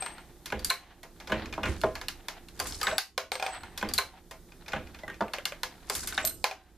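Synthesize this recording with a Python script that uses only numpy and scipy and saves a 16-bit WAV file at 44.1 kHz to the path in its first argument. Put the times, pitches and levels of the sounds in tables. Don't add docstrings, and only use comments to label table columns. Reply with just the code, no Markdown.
import sys
import numpy as np
from scipy import signal
from scipy.fft import rfft, irfft
from scipy.io import wavfile
from scipy.ndimage import uniform_filter1d

SR = 44100
rng = np.random.default_rng(int(sys.argv[2]) if len(sys.argv) > 2 else 0)


def to_wav(sig):
    pcm = np.clip(np.atleast_2d(sig), -1, 1) * 32767
    pcm = np.round(pcm).astype(np.int16)
    wavfile.write(sys.argv[1], SR, pcm.T)


N = 298557
TIME = np.arange(N) / SR
BLOW = TIME[:16384]
MIC_SPACING_M, SOUND_SPEED_M_S = 0.023, 343


def undb(db):
    return 10 ** (np.asarray(db) / 20)


def unit(x):
    return x / np.sqrt(np.mean(np.sum(x ** 2, axis=-1)))


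def add(out, start_s, x):
    i = max(int(start_s * SR), 0)
    out[..., i:i + x.shape[-1]] += x[..., :N - i]


def freqs(x):
    return np.maximum(np.fft.rfftfreq(x.shape[-1], 1 / SR), 1)


def diffuse(size):
    noise = rng.standard_normal((2, size))
    alike = .97 * np.sinc(2 * freqs(noise) * MIC_SPACING_M / SOUND_SPEED_M_S)
    mid, side = irfft(rfft(noise) * np.sqrt([1 + alike, 1 - alike]), size)
    return np.array([mid + side, mid - side]) / np.sqrt(2)


def colour(x, points):
    hz, db = np.transpose(points)
    gain = undb(np.interp(np.log(freqs(x)), np.log(hz), db))
    shaped = irfft(rfft(x) * gain, x.shape[-1])
    return shaped / shaped.std()


def fade(t60):
    return np.exp(-np.log(1000) * BLOW / t60)


def mode(hz, t60):
    return np.sin(2 * np.pi * hz * BLOW) * fade(t60)


def walk(rate, size=N):
    k = int(SR / rate)
    steps = np.repeat(rng.standard_normal(size // k + 1), k)
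    return uniform_filter1d(steps, k)[:size]


def swells(rows):
    t, power = np.arange(0, N / SR, .001), 0
    for peak_s, level_db, rise_s, fall_s in rows:
        span_s = np.maximum(np.where(t < peak_s, rise_s, fall_s), .01)
        away = np.abs(t - peak_s) / span_s
        power = power + undb(level_db - 20 * away ** 0.99) ** 2
    return np.interp(TIME, t, np.sqrt(power))


# pitch_hz [Hz], relative level_db [dB per Hz]
AIR_SPECTRUM = [(15, -33.5), (25, 0), (82, -10.5), (344, -10.5), (632, -22), (1100, -28), (2780, -39.5),
                (3530, -30), (4140, -31.5), (14000, -30.5)]
AIR_DB = -55
# multiples of its turning rate that hum [1], and the rms level_db of each [dB]
MOTOR_MULTIPLES = [1, 2, 6, 12]
MOTOR_DB = [-60.5, -63, -67, -65]
MOTOR_HZ = 28.98


def room_tone():
    turns = np.cumsum(MOTOR_HZ * (1 + 0.00605 * walk(3))) / SR
    hum = 0
    for multiple, level_db in zip(MOTOR_MULTIPLES, MOTOR_DB):
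        phase = 2 * np.pi * (multiple * turns + rng.random())
        hum = hum + undb(level_db) * np.sqrt(2) * np.sin(phase)
    return undb(AIR_DB) * colour(diffuse(N), AIR_SPECTRUM) + hum


# pitch_hz [Hz], relative level_db [dB]
BENCH_SPECTRUM = [(18, -1.5), (29, -5), (40, -8), (55, 7), (85, 5), (125, -10.5), (180, -6), (330, -5),
                  (500, -16), (1000, -57.5)]
# peak_s [s], relative level_db [dB], rise_s and fall_s over 20 dB [s]
BENCH_RUMBLES = [(.56, -40, .04, .5), (1.36, -37.5, 0.1, .5), (1.695, -29.5, 0.11, 0.1),
                 (1.87, -41, .3, 0.4), (2.66, -42, 0.2, 0.8), (3.2, -42, 0.4, 0.4), (3.62, -46, .3, .4),
                 (3.87, -38.5, 0.08, 0.4), (4.76, -43, 0.1, 0.5), (5.98, -43, 0.15, 0.9),
                 (6.57, -46, .15, .3)]


def bench():
    wander = undb(1.5 * walk(10))
    return undb(-2.5) * colour(diffuse(N), BENCH_SPECTRUM) * swells(BENCH_RUMBLES) * wander


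PATCHY_DB, PATCHES_PER_S = 3, 51


def friction(level, spectrum, rate, slip_t60, slip_share):
    slip_size = undb(4 * np.minimum(rng.exponential(size=N), 3))
    slips = (rng.random(N) < rate / SR) * slip_size
    rattle = np.abs(signal.fftconvolve(slips ** 2, fade(slip_t60) ** 2)[:N])
    share = np.clip(slip_share, 0, .9)
    grip = np.sqrt(1 - share + share * rattle / rattle.mean())
    patches = undb(PATCHY_DB * walk(PATCHES_PER_S))
    return colour(diffuse(N) * grip * patches, spectrum) * level


# pitch_hz [Hz], relative level_db [dB]
GUIDE_SPECTRUM = [(200, -9.5), (400, -14), (700, 9), (1200, 4), (1600, 6), (2800, -2), (4100, 0.5),
                  (5500, -13.5), (9000, -34.5)]
CASE_SLIDE_SPECTRUM = [(2500, -21), (4500, 8.5), (7500, 9), (11000, 6), (13500, -6), (16000, -32.5)]
LEVER_SPECTRUM = [(300, -31), (540, -10.5), (750, 5), (920, -1), (1100, -5.5), (1420, -4), (1900, -3),
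                  (2400, -7), (4200, -11), (9000, -41.5)]
# peak_s [s], relative level_db [dB], rise_s and fall_s over 20 dB [s; below 0.01 acts as 0.01]
GUIDE_RUBS = [(.55, -53, -1.5, 0.3), (1.38, -44.5, 0.2, 0.34), (1.67, -43, 0.04, 0.28),
              (2.66, -43, 0.13, 0.17), (2.89, -44, 0.2, 0.04), (3.85, -48.5, -0.74, 0.22),
              (4.75, -53, 0.34, 0.77), (5.96, -59.5, 1.56, 0.56), (6.21, -47, 0.7, -0.1)]
CASE_SKIDS = [(.66, -44.5, 0.015, 0.2), (5.925, -35.5, .033, .37), (1.67, -49, 0.04, .5),
              (2.68, -38.5, 0.1, .35), (3.95, -44, .02, 0.18), (6.12, -49.5, 0.4, 0.55)]
LEVER_CHATTERS = [(.035, -44.5, 4, 0.26), (.9, -49, 0.5, 0.12), (2.38, -52.5, 0.36, 0.14),
                  (3.45, -32.5, -0.01, 0.19), (3.56, -49, -0.3, 0.4), (4.18, -53, 1.25, 0.1),
                  (6.55, -46.5, -0.2, 0.21)]


def sliding():
    rub = friction(swells(GUIDE_RUBS), GUIDE_SPECTRUM, rate=130, slip_t60=0.035, slip_share=0.6)
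    skid = friction(swells(CASE_SKIDS), CASE_SLIDE_SPECTRUM, rate=260, slip_t60=0.014, slip_share=0.6)
    chatter = friction(swells(LEVER_CHATTERS), LEVER_SPECTRUM, rate=430, slip_t60=0.032, slip_share=0.23)
    return undb(-1.0) * rub + undb(-2.0) * skid + undb(0.5) * chatter


# start_s [s], pitch_hz
# [Hz], relative level_db [dB], t60_s [s], left_minus_right_db [dB]
METAL_RINGS = [(.004, 8290, -31.5, 0.32, 11), (.704, 4200, -57.5, .7, -3), (2.832, 7865, -37.5, 0.49, 3),
               (3.324, 8320, -33.5, 0.35, 13), (3.43, 8480, -41, 0.6, 3), (3.505, 7860, -40.5, 0.32, -10),
               (3.529, 8400, -41.5, 0.16, 12), (5.033, 2000, -38.5, 0.088, -0.5),
               (6.227, 7666, -48, 0.6, -4.5), (6.249, 13114, -25.5, 0.21, -6), (6.254, 8660, -36, 0.3, -13),
               (6.275, 4110, -42.5, 0.21, -5)]


def ringing_metal():
    out = np.zeros((2, N))
    swell = 1 - np.exp(-BLOW / 0.0035)
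    for start_s, pitch_hz, level_db, t60_s, pan_db in METAL_RINGS:
        split_hz = 25 * rng.standard_normal(2)
        ring = np.array([mode(pitch_hz, t60_s) + 0.4 * mode(pitch_hz + d, t60_s) for d in split_hz])
        channel_db = level_db + np.array([[pan_db], [-pan_db]]) / 2
        add(out, start_s, undb(channel_db) * ring * swell)
    flutter = undb(3.5 * np.array([walk(140), walk(140)]))
    return out * flutter


def strikes(contacts):
    rows = []
    for t60_s, resonances, shape_db, hits in contacts:
        for start_s, level_db in hits:
            rows.append((start_s, t60_s, resonances, *np.add(level_db, shape_db)))
    return rows


def even_out(x):
    spectrum = rfft(x)
    return irfft(spectrum / (np.abs(spectrum) + 1e-12), len(x)) * (BLOW < .2)


REGISTER_BORDERS = [60, 440, 1200, 3000, 6000, 14500]
# pitch_hz [Hz], relative level_db [dB], t60_s [s]
FRAME_MODES = [(204, 6, 0.15), (393, 2.5, 0.15), (511.7, 4.5, 0.19), (637, 10.5, 0.13), (808.7, 8.5, 0.08),
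               (921, 5.5, 0.066), (1036, -1, 0.2), (1180, -1.5, 0.088), (1463, -11, 0.33), (1493, 7, 0.023),
               (1665, 3, 0.067), (2140, -6, 0.19), (3507, -1.5, 0.015), (4165, -7, 0.023)]
REGISTERS = [
    np.vstack([signal.butter(5, low, "high", fs=SR, output="sos"),
               signal.butter(3, .9 * high, fs=SR, output="sos")])
    for low, high in zip(REGISTER_BORDERS, REGISTER_BORDERS[1:])]
THUMP_FRAME_DB = -5
CHOKE_HZ = 1260
ALL_ROUND_TONES_DB = -8.5
FRAME_ROUGH_DB, FRAME_ROUGH_PER_S = 4, 140


def blows(table, tail_db, frame_db, rise_share, bass_hold):
    out = np.zeros((2, 2, N))
    frame_modes = np.array([undb(db) * unit(mode(hz, t60)) for hz, db, t60 in FRAME_MODES])
    for start_s, t60, resonances, *levels in table:
        noise = diffuse(len(BLOW))
        noise = noise + 0.2 * noise[::-1]
        sign, spread = rng.standard_normal((2, len(FRAME_MODES)))
        frame = (np.sign(sign) * undb(3 * spread)) @ frame_modes
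        frame = np.interp(BLOW * rng.uniform(.992, 1.008), BLOW, frame)
        frame = frame * undb(FRAME_ROUGH_DB * walk(FRAME_ROUGH_PER_S, size=len(BLOW)))
        detune = rng.uniform(.985, 1.015)
        for k, level_db in enumerate(levels, len(REGISTERS) - len(levels)):
            low, high = REGISTER_BORDERS[k:k + 2]
            slow = (1500 / np.sqrt(low * high)) ** bass_hold
            rise = 1 - np.exp(-BLOW / (rise_share * t60 * slow))
            ring = unit(rise * fade(t60 * slow))
            shape = ring + undb(tail_db) * unit(rise * fade(0.05 * slow))
            sound = unit(signal.sosfilt(REGISTERS[k], noise * shape + 1e-18))
            tones = 0
            for pitch_hz, mode_db in resonances:
                if low <= pitch_hz < high:
                    freedom = min(1, CHOKE_HZ / pitch_hz)
                    tone = mode(pitch_hz * detune, t60 * slow * freedom) * rise
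                    tones = tones + undb(mode_db) * unit(tone)
            if low < FRAME_MODES[-1][0]:
                frame_gain = undb(frame_db + (THUMP_FRAME_DB if k == 0 else 0))
                sound = sound + frame_gain * unit(signal.sosfilt(REGISTERS[k], frame * rise))
            all_round = sound
            if low >= REGISTER_BORDERS[2]:
                even = even_out(noise[0] * shape) + 1e-18
                all_round = np.tile(unit(signal.sosfilt(REGISTERS[k], even)), (2, 1))
            direct = unit(sound + tones)
            sent = unit(all_round + undb(ALL_ROUND_TONES_DB) * tones)
            add(out, start_s, undb(level_db) * np.array([direct, sent]) * np.sqrt(SR / 100))
    return out


# (start_s [s], relative level_db [dB])
LIGHT_CONTACTS = [ (0.14, [(3400, -3)], (-12.5, -3, 1, -1.5), [(.4575, -42), (3.7755, -39)]),
                  (0.11, [(4700, 3.5)], (-8.5, -7, -2.5, -7.5), [(.5925, -45), (3.888, -38.5)]),
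                  (0.089, [(4720, 7)], (-33.5, -13.5, -1.5, 1), [(.646, -31.5), (3.9365, -32.5)]),
                  (0.082, [(3950, -5), (4130, 13), (4400, 0)], (-22, -2.5, 0.5, -4), [(.698, -39),
                  (.7014, -16.5), (3.9795, -27.5), (3.983, -19), (3.9968, -33)]), (0.0535, [(690, 2.5),
                  (1060, 6.5), (1520, 0.5), (1780, -3), (2250, 1)], (-3.5, -3.5, -15, -31), [(.7052, -24.5),
                  (.711, -28.5), (3.9855, -20), (3.992, -32)]), (0.11, [(660, -2.5), (1900, -5.5)],
                  (-3, -2.5, -4, -6.5), [(1.0307, -43.5), (4.31, -43)]), (0.13, [(870, -1.5)],
                  (-3, 0, -1, -10.5), [(1.2, -48), (1.2724, -44), (4.6809, -43), (4.9876, -53)]),
                  (0.066, [(2450, 0)], (-13.5, -5, -8.5, -19), [(.5017, -40.5), (1.457, -40), (1.5255, -37),
                  (1.537, -37), (3.812, -38), (4.52, -51), (4.6614, -49), (4.72, -39), (4.8714, -49.5),
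                  (4.946, -45.5), (5.1423, -48)]), (0.022, [(572, 17), (2450, 1.5)], (-5.5, -4.5, -28, -20),
                  [(5.2817, -45.5), (5.3845, -36), (5.5219, -37.5)]), (0.082, [(1700, -5.5), (4400, -2.5)],
                  (-5, -0.5, -2, -10), [(1.9532, -39), (2.0132, -41), (5.3348, -33.5)]), (0.041, [(2800, 2),
                  (4150, 1.5)], (-16, -3.5, -0.5, -4), [(1.8145, -43.5), (2.0835, -34.5), (2.4853, -52.5),
                  (5.454, -31)]), (0.035, [(950, 7.5), (1686, -7.5)], (-4, 0, 2, -3.5), [(2.2838, -38.5),
                  (5.6325, -34.5)]), (0.065, [(1080, -9), (1600, -6.5), (4780, 3)],
                  (-3.5, -2.5, -1.5, -2.5), [(2.5925, -45.5), (2.5995, -32), (5.8981, -32)]),
                  (0.22, [(7500, -19)], (-19, -4.5, -1.5, 2.5), [(2.669, -42.5), (5.9504, -35.5),
                  (6.072, -36.5)]), (0.047, [(4400, 3), (5200, 3.5)], (-23.5, -16, -1.5, -18),
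                  [(2.7231, -41), (2.745, -44.5), (5.991, -50), (6.15, -45)]), (0.042, [(1520, 4.5),
                  (3750, 6)], (-20, -3.5, -10, -24.5), [(2.913, -33), (6.031, -45), (6.1245, -37),
                  (6.309, -53)]), (0.06, [(1700, -1), (4800, -5)], (-5, 0, 1.5, -3.5), [(2.8134, -36.5)]),
                  (0.079, [(1260, 6.5), (4800, 2.5)], (-13.5, 2, -2, -3), [(2.83, -33.5)]),
                  (0.044, [(1080, 3), (1260, 19), (1500, -4)], (-4, -6.5, -12.5, -23.5), [(2.847, -39),
                  (2.8805, -31.5)]), (0.022, [(4130, 3), (7800, -12)], (-32, -12.5, -4.5, 2),
                  [(6.2505, -32), (6.2737, -35.5)]), (.031, [(770, 13), (1500, -3), (3720, 0.5), (4450, 3)],
                  (-11, -3.5, 1, -2.5), [(2.9817, -9), (2.989, -27)]), (0.026, [(540, -5), (730, 0),
                  (2350, -6.5), (4050, -1.5)], (-1, 0, 0, -6.5), [(3.1781, -17.5), (3.3181, -23),
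                  (3.3539, -30.5), (6.4415, -13)]), (0.044, [(650, 7.5), (760, 10), (810, 5), (1420, -6),
                  (2420, 3)], (-0.5, -1.5, -4.5, -13), [(.0225, -39.5), (3.3974, -30), (3.425, -24.5),
                  (3.4637, -27), (6.5115, -27.5)]), (0.069, [(760, 8), (915, 9)], (-1, -14, -25, -23),
                  [(3.4355, -33), (3.448, -34), (3.4875, -36), (4.135, -50.5)]), (0.044, [(930, 6),
                  (1400, 0), (4200, 5)], (-4, 0, -7, -13.5), [(.0618, -38.5), (.1816, -50), (3.5465, -41.5),
                  (3.608, -53), (3.6339, -42)])]


def clicks():
    rows = strikes(LIGHT_CONTACTS)
    return undb(2.5) * blows(rows, tail_db=-16.5, frame_db=-5.0, rise_share=0.011, bass_hold=0.547)


# (start_s [s], relative level_db [dB])
HEAVY_CONTACTS = [ (0.045, [(980, -0.5), (1500, -2.5)], (-2.5, 0, 0.5, -13, -21), [(.5224, -29.5),
                  (3.8266, -29)]), (0.4, [(410, -14)], (-1.5, -1, -6.5, -25, -24), [(1.2959, -30.5)]),
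                  (0.091, [(1500, -4)], (-7, -2.5, -.5, -15.5, -25.5), [(1.3195, -23), (4.7323, -27),
                  (4.761, -36)]), (0.17, [(1430, -3.5), (2480, -6), (2820, -9)], (-9, -5.5, 0, -8.5, -19.5),
                  [(1.6315, -27), (1.6551, -29)]), (0.074, [(1600, 3), (1850, 3)], (-4.5, -5, 3, -10, -16),
                  [(5.079, -40), (5.099, -41.5)]), (0.031, [(490, -12), (640, -5), (920, -1.5), (1450, 9.5),
                  (1680, 3.5), (4700, -3)], (-10, 0.5, -9.5, -20, -32), [(1.836, -20.5), (1.8425, -26.5),
                  (5.2072, -26), (5.2108, -25), (5.2225, -30.5)]), (0.11, [(780, 0.5), (1130, 0),
                  (1530, -2.5), (1780, -3), (3780, 3.5)], (-22, -9.5, -1, -6.5, -22.5), [(2.8686, -22),
                  (6.177, -22.5)]), (0.055, [(960, -2.5), (1250, 4)], (-5.5, 3.5, -5, -20, -46),
                  [(1.578, -33)]), (0.034, [(635, 9.5)], (-14.5, 0, -15.5, -16.5, -38), [(2.9225, -33),
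                  (2.929, -31.5), (5.035, -39), (6.2428, -33.5)])]


def clunks():
    rows = strikes(HEAVY_CONTACTS)
    return blows(rows, tail_db=-24, frame_db=0.5, rise_share=0.013, bass_hold=0.68)


def workshop(knocks, room_db, t60, build_s):
    direct, all_round = knocks
    build = 1 - np.exp(-(BLOW / build_s) ** 2)
    echo = unit(diffuse(len(BLOW)) * fade(t60) * build)
    sent = all_round.mean(axis=0)[None]
    return direct + undb(room_db) * signal.fftconvolve(sent, echo, axes=1)[:, :N]


def scene():
    light = workshop(clicks(), room_db=-4, t60=0.2, build_s=0.0015)
    heavy = workshop(clunks(), room_db=-7.5, t60=0.25, build_s=0.0036)
    return light + heavy + ringing_metal() + sliding() + bench() + room_tone()


LIMIT_DB, RELEASE_DB_PER_S = -21, 25.5


def limiter(x):
    treble = signal.sosfilt(signal.butter(2, 1000, "high", fs=SR, output="sos"), x)
    power = uniform_filter1d(np.mean(treble ** 2, axis=0), size=256)
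    over_db = 10 * np.log10(np.maximum(power / undb(LIMIT_DB) ** 2, 1))
    recovery_db = RELEASE_DB_PER_S * TIME
    return x * undb(recovery_db - np.maximum.accumulate(over_db + recovery_db))


BASS_LEAN_DB = 5.5
TOP_HZ = 14100


def record(dry):
    lean_db = BASS_LEAN_DB / (1 + (freqs(dry) / 200) ** 2)
    channel_gain = undb(np.array([-lean_db, lean_db]) / 2)
    heard = limiter(irfft(rfft(dry) * channel_gain, N))
    return signal.sosfilt(signal.ellip(8, .2, 70, TOP_HZ, fs=SR, output="sos"), heard)


dry = scene()
out = record(dry)
to_wav(out)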